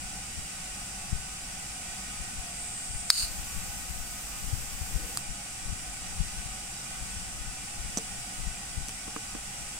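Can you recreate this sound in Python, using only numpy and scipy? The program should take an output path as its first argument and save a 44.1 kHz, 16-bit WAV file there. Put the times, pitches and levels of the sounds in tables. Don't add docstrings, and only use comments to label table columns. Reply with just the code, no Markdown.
import sys
import numpy as np
from scipy.fft import rfft, irfft, next_fast_len
from scipy.io import wavfile
from scipy.ndimage import uniform_filter1d, minimum_filter1d, map_coordinates

SR = 44100
rng = np.random.default_rng(int(sys.argv[2]) if len(sys.argv) > 2 else 0)


def int16_out(signal):
    q = np.round(np.clip(np.atleast_2d(signal).T, -1, 1) * 32767)
    wavfile.write(sys.argv[1], SR, q.astype(np.int16))


N = 431738


def amp(db):
    return 10 ** (np.asarray(db) / 20)


def unit(x):
    return x / np.sqrt(np.mean(x ** 2) + 1e-20)


def along(points, hz):
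    point_hz, value = np.transpose(points)
    return np.interp(np.log(hz + 1), np.log(point_hz + 1), value)


def curve(rows):
    return amp(np.interp(np.arange(N) / SR, *np.transpose(rows)))


def wobble(knots_per_s):
    knots = rng.standard_normal(int(N * knots_per_s / SR) + 4)
    return map_coordinates(knots, [np.arange(N) * knots_per_s / SR])


def swell(start_s, rise_s, end_s, db, fall_db_per_s):
    t = np.arange(N) / SR
    rise = np.sin(np.pi / 2 * np.clip((t - start_s) / rise_s, 0, 1)) ** 2
    return rise * amp(db - fall_db_per_s * np.maximum(t - end_s, 0))


def filtered(x, response):
    size = next_fast_len(x.shape[-1] + 8192)
    spectrum = rfft(x, size) * response(np.fft.rfftfreq(size, 1 / SR))
    return irfft(spectrum, size)[..., :x.shape[-1]]


def rush(gain, alike, count=N):
    def mid_side(hz):
        turn = np.arccos(np.clip(along(alike, hz), -1, 1)) / 2
        return gain(hz) * [np.cos(turn), np.sin(turn)]
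    mid, side = filtered(rng.standard_normal((2, count)), mid_side)
    return np.sqrt(2) * np.array([mid + side, mid - side])


def passing(start_s, gain, alike):
    out = np.zeros((2, N))
    add(out, start_s, unit(rush(gain, alike, count=3 * SR)))
    return out


def humps(rows, hz):
    return np.sqrt(sum(amp(2 * db) * SR / (2 * width_hz) * np.exp(-np.pi * ((hz - centre_hz) / width_hz) ** 2)
                       for centre_hz, width_hz, db in rows))


def ring(modes, tilt_db, scatter_db, centre_hz):
    t = np.arange(SR // 8) / SR
    scatter = rng.normal(0, scatter_db, len(modes))
    out = np.zeros((2, len(t)))
    for port in range(2):
        for (hz, db, t60_s), extra_db in zip(modes, scatter):
            level_db = db + extra_db + tilt_db * np.log2(hz / centre_hz)
            phase_turns = rng.uniform(0, 0.37)
            out[port] += amp(level_db - 60 * t / t60_s) * np.sin(2 * np.pi * (hz * t + phase_turns))
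    return out * (1 - np.exp(-t / 0.00019))


def burst(lo_hz, hi_hz, t60_s):
    t = np.arange(SR // 8) / SR
    noise = rng.standard_normal((2, len(t))) + rng.standard_normal(len(t))
    band = filtered(noise, lambda hz: 1 / (1 + (lo_hz / (hz + 1)) ** 6 + (hz / hi_hz) ** 6))
    return unit(band) * amp(-60 * t / t60_s) * (1 - np.exp(-t / 0.00018))


def add(track, s, sound):
    track[..., round(s * SR):][..., :sound.shape[-1]] += sound


# frequency in Hz, relative density in dB per Hz.
FAN_RUSH = [(25, -1.5), (100, -9), (200, -9.5), (310, -15), (420, -25.5), (950, -19), (1700, -19),
            (3500, -18), (4300, -19), (6500, -15), (8000, -7.5), (9300, -12.5), (10200, -21), (13000, -28),
            (16000, -32)]
# centre in Hz, width in Hz, level in dB before rush() adds 3 dB.
FAN_DRONE = [(50.3, 7.5, -56.5), (122, 12, -63), (186.7, 25, -61), (581, 270, -65.5), (778, 119, -61),
             (1440, 220, -62.5), (1990, 320, -61.5), (2423, 265, -58.5), (2855, 390, -59.5),
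             (4850, 370, -60.5), (5870, 850, -57.5), (7040, 270, -61), (8730, 270, -57.5)]
# centre in Hz, level in dB before rush() adds 3 dB.
FAN_WHINE = [(699.8, -65.5), (722, -67.5), (753.7, -63), (796.7, -73.5), (819.5, -64.5), (1130, -68.5),
             (1254, -64.5), (1480, -66), (1507, -63.5), (1890, -64.5), (2008, -67), (2223, -66),
             (2390, -65), (2514, -71.5), (2643, -63.5), (2891, -65), (3273, -76), (3332, -67),
             (3575, -71.5), (3898, -67), (4560, -73), (4802, -66), (4850, -62.5), (5432, -62), (5658, -62)]
# frequency in Hz, left-right correlation from -1 to 1.
PORT_LIKENESS = [(60, 0.93), (180, 1), (550, 0.65), (1650, 0.15), (4970, -0.042), (15000, 0.031)]
FAN_RUSH_DB = -43.5


def fan():
    tones = [(hz, 3 + 0.0035 * hz, db) for hz, db in FAN_WHINE]

    def gain(hz):
        broad = amp(FAN_RUSH_DB) * unit(amp(along(FAN_RUSH, hz)))
        return np.hypot(broad, humps(FAN_DRONE + tones, hz))
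    return amp(0.48 * wobble(2.98)) * rush(gain, PORT_LIKENESS)


# time in seconds, rumble level in dB.
DRAUGHT_LEVEL = [(0.0, -39), (0.35, -66), (1.0, -62), (2.2, -51), (2.6, -69), (3.3, -43), (3.55, -44),
                 (4.2, -48), (4.95, -46), (5.45, -62), (6.13, -45), (6.8, -61), (7.25, -45), (7.66, -50),
                 (8.0, -45), (9.2, -60), (9.6, -52), (9.79, -52)]
# centre in seconds, swirl peak in dB, mid-swirl frequency in Hz.
EDDIES = [(0.39, -28, 59), (1.13, -18.5, 78), (1.163, -28, 47.7), (2.212, -28.5, 49), (2.395, -27, 37.6),
          (2.908, -31, 56), (2.956, -26, 35.8), (3.242, -26.5, 50.7), (3.394, -26, 55), (3.576, -28, 27),
          (3.695, -32, 42), (3.907, -28.5, 65), (3.961, -30, 48), (4.006, -34, 31), (4.448, -28.5, 48.3),
          (4.48, -29, 38), (4.537, -18.5, 84), (4.594, -32, 37), (4.738, -32, 39), (4.821, -21.5, 62.3),
          (4.96, -19, 41), (5.042, -32, 33), (5.307, -28, 33), (5.665, -29.5, 34.2), (5.694, -26, 43),
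          (5.727, -22, 83), (6.208, -16.5, 39.6), (6.393, -28, 50), (6.465, -30, 103), (7.024, -29.5, 42),
          (7.17, -30.5, 61), (7.413, -28, 59), (7.481, -30, 43), (7.808, -28, 52), (7.85, -30.5, 42.8),
          (8.402, -27.5, 40.8), (8.476, -23.5, 42), (8.779, -22.5, 76), (8.814, -27.5, 37), (9.61, -35, 40)]
WAKE_DB, WAKE_LEAD_S, WAKE_TRAIL_S = -15.5, 0.035, 0.047


def draught():
    rumble = filtered(rng.standard_normal(N), lambda hz: hz / (hz + 8) / (1 + (hz / 45) ** 2.0))
    knot_s = np.arange(0, N / SR, .005)
    wake = sum(amp(db + WAKE_DB) * np.exp(np.minimum((knot_s - s) / WAKE_LEAD_S, (s - knot_s) / WAKE_TRAIL_S))
               for s, db, hz in EDDIES)
    level = curve(DRAUGHT_LEVEL) + np.interp(np.arange(N) / SR, knot_s, wake)
    air = np.zeros(N + SR)
    air[:N] = level * unit(amp(1.8 * wobble(14)) * rumble)

    t = np.linspace(-.04, .04, round(.08 * SR))
    for (s, db, hz), (turn, fast) in zip(EDDIES, rng.uniform(0, 1, (len(EDDIES), 2))):
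        glide = 900 * t * t * np.cos(9 * turn)
        swirl = np.exp(-(t * hz / 0.6) ** 2) * np.cos(2 * np.pi * (hz * t + glide + turn))
        whirl = np.exp(-(t / 0.007) ** 2) * np.cos(2 * np.pi * ((90 + 90 * fast) * t + 7 * turn))
        whirl_gain = amp(-8.5 + 0.35 * (db + 22))
        add(air, s + t[0], amp(db) * (swirl + whirl_gain * whirl))
    return air[:N] * amp([[0], [-36]])


# centre in Hz, width in Hz, relative level in dB.
NOZZLE_BANDS = [(8350, 790, -1), (7260, 500, -9)]
# centre in Hz, width in Hz, relative level in dB.
SPOUT_BANDS = [(1330, 430, -20.5), (2000, 900, -20), (2800, 680, -15.5), (3980, 500, -14), (4580, 660, -1),
               (5800, 900, -16), (6930, 870, -8), (8700, 1200, -3.5), (11400, 1600, -15.5),
               (14000, 4000, -17)]
# frequency in Hz, relative density in dB per Hz.
JET_FLAME = [(300, -30), (500, -1), (1500, -1), (4000, -6.5), (7000, 5), (9000, 4), (10300, -6), (11500, 1),
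             (12500, -2), (14500, 2), (15800, -9)]
VALVE_OPEN_S, SPARK_S, VALVE_SHUT_S = 2.52, 3.103, 5.172
COLD_DB, COLD_RISE_S, COLD_FALL_DB_PER_S = -41.5, 0.036, 900
LEAK_DB, LEAK_RISE_S, LEAK_FALL_DB_PER_S = -43, .005, 220
FLARE_DB, FLARE_RISE_S, FLARE_HOLD_S, FLARE_FALL_DB_PER_S = -24.5, .003, 0.092, 193
FLAME_DB, FLAME_RISE_S, FLAME_LINGERS_S, FLAME_FALL_DB_PER_S = -45.5, .02, 0.028, 400


def gas():
    flow = swell(VALVE_OPEN_S, COLD_RISE_S, SPARK_S, COLD_DB, COLD_FALL_DB_PER_S)
    flow += swell(VALVE_SHUT_S, LEAK_RISE_S, VALVE_SHUT_S, LEAK_DB, LEAK_FALL_DB_PER_S)
    nozzle = passing(VALVE_OPEN_S, lambda hz: humps(NOZZLE_BANDS, hz), [(1000, 0.16)])
    cold = flow * amp(wobble(24.9)) * nozzle

    burn = swell(SPARK_S, FLARE_RISE_S, SPARK_S + FLARE_HOLD_S, FLARE_DB, FLARE_FALL_DB_PER_S)
    spout = passing(SPARK_S, lambda hz: humps(SPOUT_BANDS, hz), [(1000, 0.08)])
    flare = burn * amp(1.6 * wobble(120)) * spout

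    flame = swell(SPARK_S, FLAME_RISE_S, VALVE_SHUT_S + FLAME_LINGERS_S, FLAME_DB, FLAME_FALL_DB_PER_S)
    jet = passing(SPARK_S, lambda hz: amp(along(JET_FLAME, hz)), [(1000, .2)])
    lit = flame * amp(0.72 * wobble(23)) * jet
    return cold + flare + lit


# start in seconds, blow level in dB, brightness in dB per octave,
# low body in dB before a 14 dB cut.
IGNITER_SNAPS = [(3.0995, -30, 8, -10), (3.1022, 0, -2, -25), (3.1030, 1.5, 2, -30), (3.107, -13, 8, -14),
                 (3.1098, -14, -1, -17), (5.173, -19, 9, 10), (5.175, -26, 7, 3)]
# frequency in Hz, relative level in dB, t60 in seconds.
SHELL_MODES = [(1610, -18, 0.0077), (2140, -13, 0.0027), (3180, -29, 0.0052), (4030, -16, 0.0057),
               (4630, -3, 0.008), (4840, -5, 0.0053), (7040, -9.5, 0.0061), (8170, -7.5, 0.0057),
               (9060, -4, 0.0063), (11900, -16, 0.005), (15000, -26, 0.004)]


def igniter():
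    out = np.zeros((2, N))
    for s, db, tilt_db, body_db in IGNITER_SNAPS:
        shell = ring(SHELL_MODES, tilt_db, scatter_db=4.5, centre_hz=4400)
        crack = amp(-13) * burst(3500, 10000, .005)
        body = amp(body_db - 14) * burst(650, 1330, 0.0073)
        add(out, s, amp(db) * (shell + crack + body))
    return filtered(out, lambda hz: 1 / (1 + (700 / (hz + 1)) ** 6))


# centre in Hz, width in Hz, relative level in dB.
PALM_BANDS = [(321, 45, 0), (487, 80, 1), (610, 80, -10)]
RUB_S, RUB_DB, RUB_RISE_S, RUB_HOLD_S, RUB_FALL_DB_PER_S = 4.86, -53, .13, 0.075, 70


def grip():
    press = swell(RUB_S, RUB_RISE_S, RUB_S + RUB_RISE_S + RUB_HOLD_S, RUB_DB, RUB_FALL_DB_PER_S)
    skin = passing(RUB_S, lambda hz: humps(PALM_BANDS, hz), PORT_LIKENESS)
    return press * amp(2.4 * wobble(30)) * skin


# start in seconds, clink in dB (mean of the ports),
# knock in dB, hardness as thud tilt in dB per octave.
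TABLE_TOUCHES = [(7.973, -21, -34.5, -1), (7.9783, -26, -41, 0), (7.9823, -31, -39, 1),
                 (7.9845, -29, -35.5, 1), (8.8842, -33.5, -43, 2.5), (8.8924, -41, -44, 4.5),
                 (9.079, -47, -40, 2), (9.1631, -48, -34, 3), (9.3505, -46, -35, 0.5)]
# frequency in Hz, relative level in dB, t60 in seconds.
FOOT_MODES = [(4770, -13, .012), (5800, -8, 0.011), (6000, 1, 0.013), (6370, -3, 0.014), (7650, -4, 0.014),
              (8400, -7, .012), (9600, -16, 0.0092), (12500, -16, .008)]
# frequency in Hz, relative level in dB, t60 in seconds.
TABLE_MODES = [(225, 2, 0.049), (296, -4, 0.068), (448, -9, 0.12), (655, -1.5, 0.029), (870, -12, 0.023),
               (1090, -6, 0.018), (1470, -10, 0.014), (2300, -14, 0.0095)]


def set_down():
    out = np.zeros((2, N))
    for s, clink_db, knock_db, hard_db in TABLE_TOUCHES:
        clink = ring(FOOT_MODES, 0, scatter_db=2, centre_hz=6000)
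        clink += amp(-3 + 3.9 * hard_db) * burst(3200, 11600, .006)
        thud = ring(TABLE_MODES, hard_db, scatter_db=4, centre_hz=500)
        thud += amp(-3.5 + 2 * hard_db) * burst(200, 1300 * amp(1.9 * hard_db), 0.02)
        add(out, s, amp(clink_db) * clink * amp([[-2], [2]]) + amp(knock_db) * thud)
    return out


def scene():
    return fan() + draught() + gas() + igniter() + grip() + set_down()


# frequency in Hz, left minus right in dB.
PORT_COLOUR = [(300, 0.5), (2400, 0), (4400, -1), (7400, -5.5), (8900, 3.5), (10000, 10), (11500, 2),
               (16000, 6)]
TOP_HZ = 15830


def record(dry):
    x = filtered(dry, lambda hz: amp(along(PORT_COLOUR, hz) * [[.5], [-.5]]))
    peak_db = 20 * np.log10(np.abs(x).max(axis=0) + 1e-9)
    over_db = np.maximum(peak_db + 0.46, 0)
    held_db = -minimum_filter1d(-over_db, size=2401, origin=1190)
    ramp_db = 130 * np.arange(N) / SR
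    duck_db = np.maximum.accumulate(held_db + ramp_db) - ramp_db
    x = np.clip(x * amp(-uniform_filter1d(duck_db, size=40)), -1, 1)
    return np.clip(filtered(x, lambda hz: hz < TOP_HZ), -1, 1)


dry = scene()
out = record(dry)
int16_out(out)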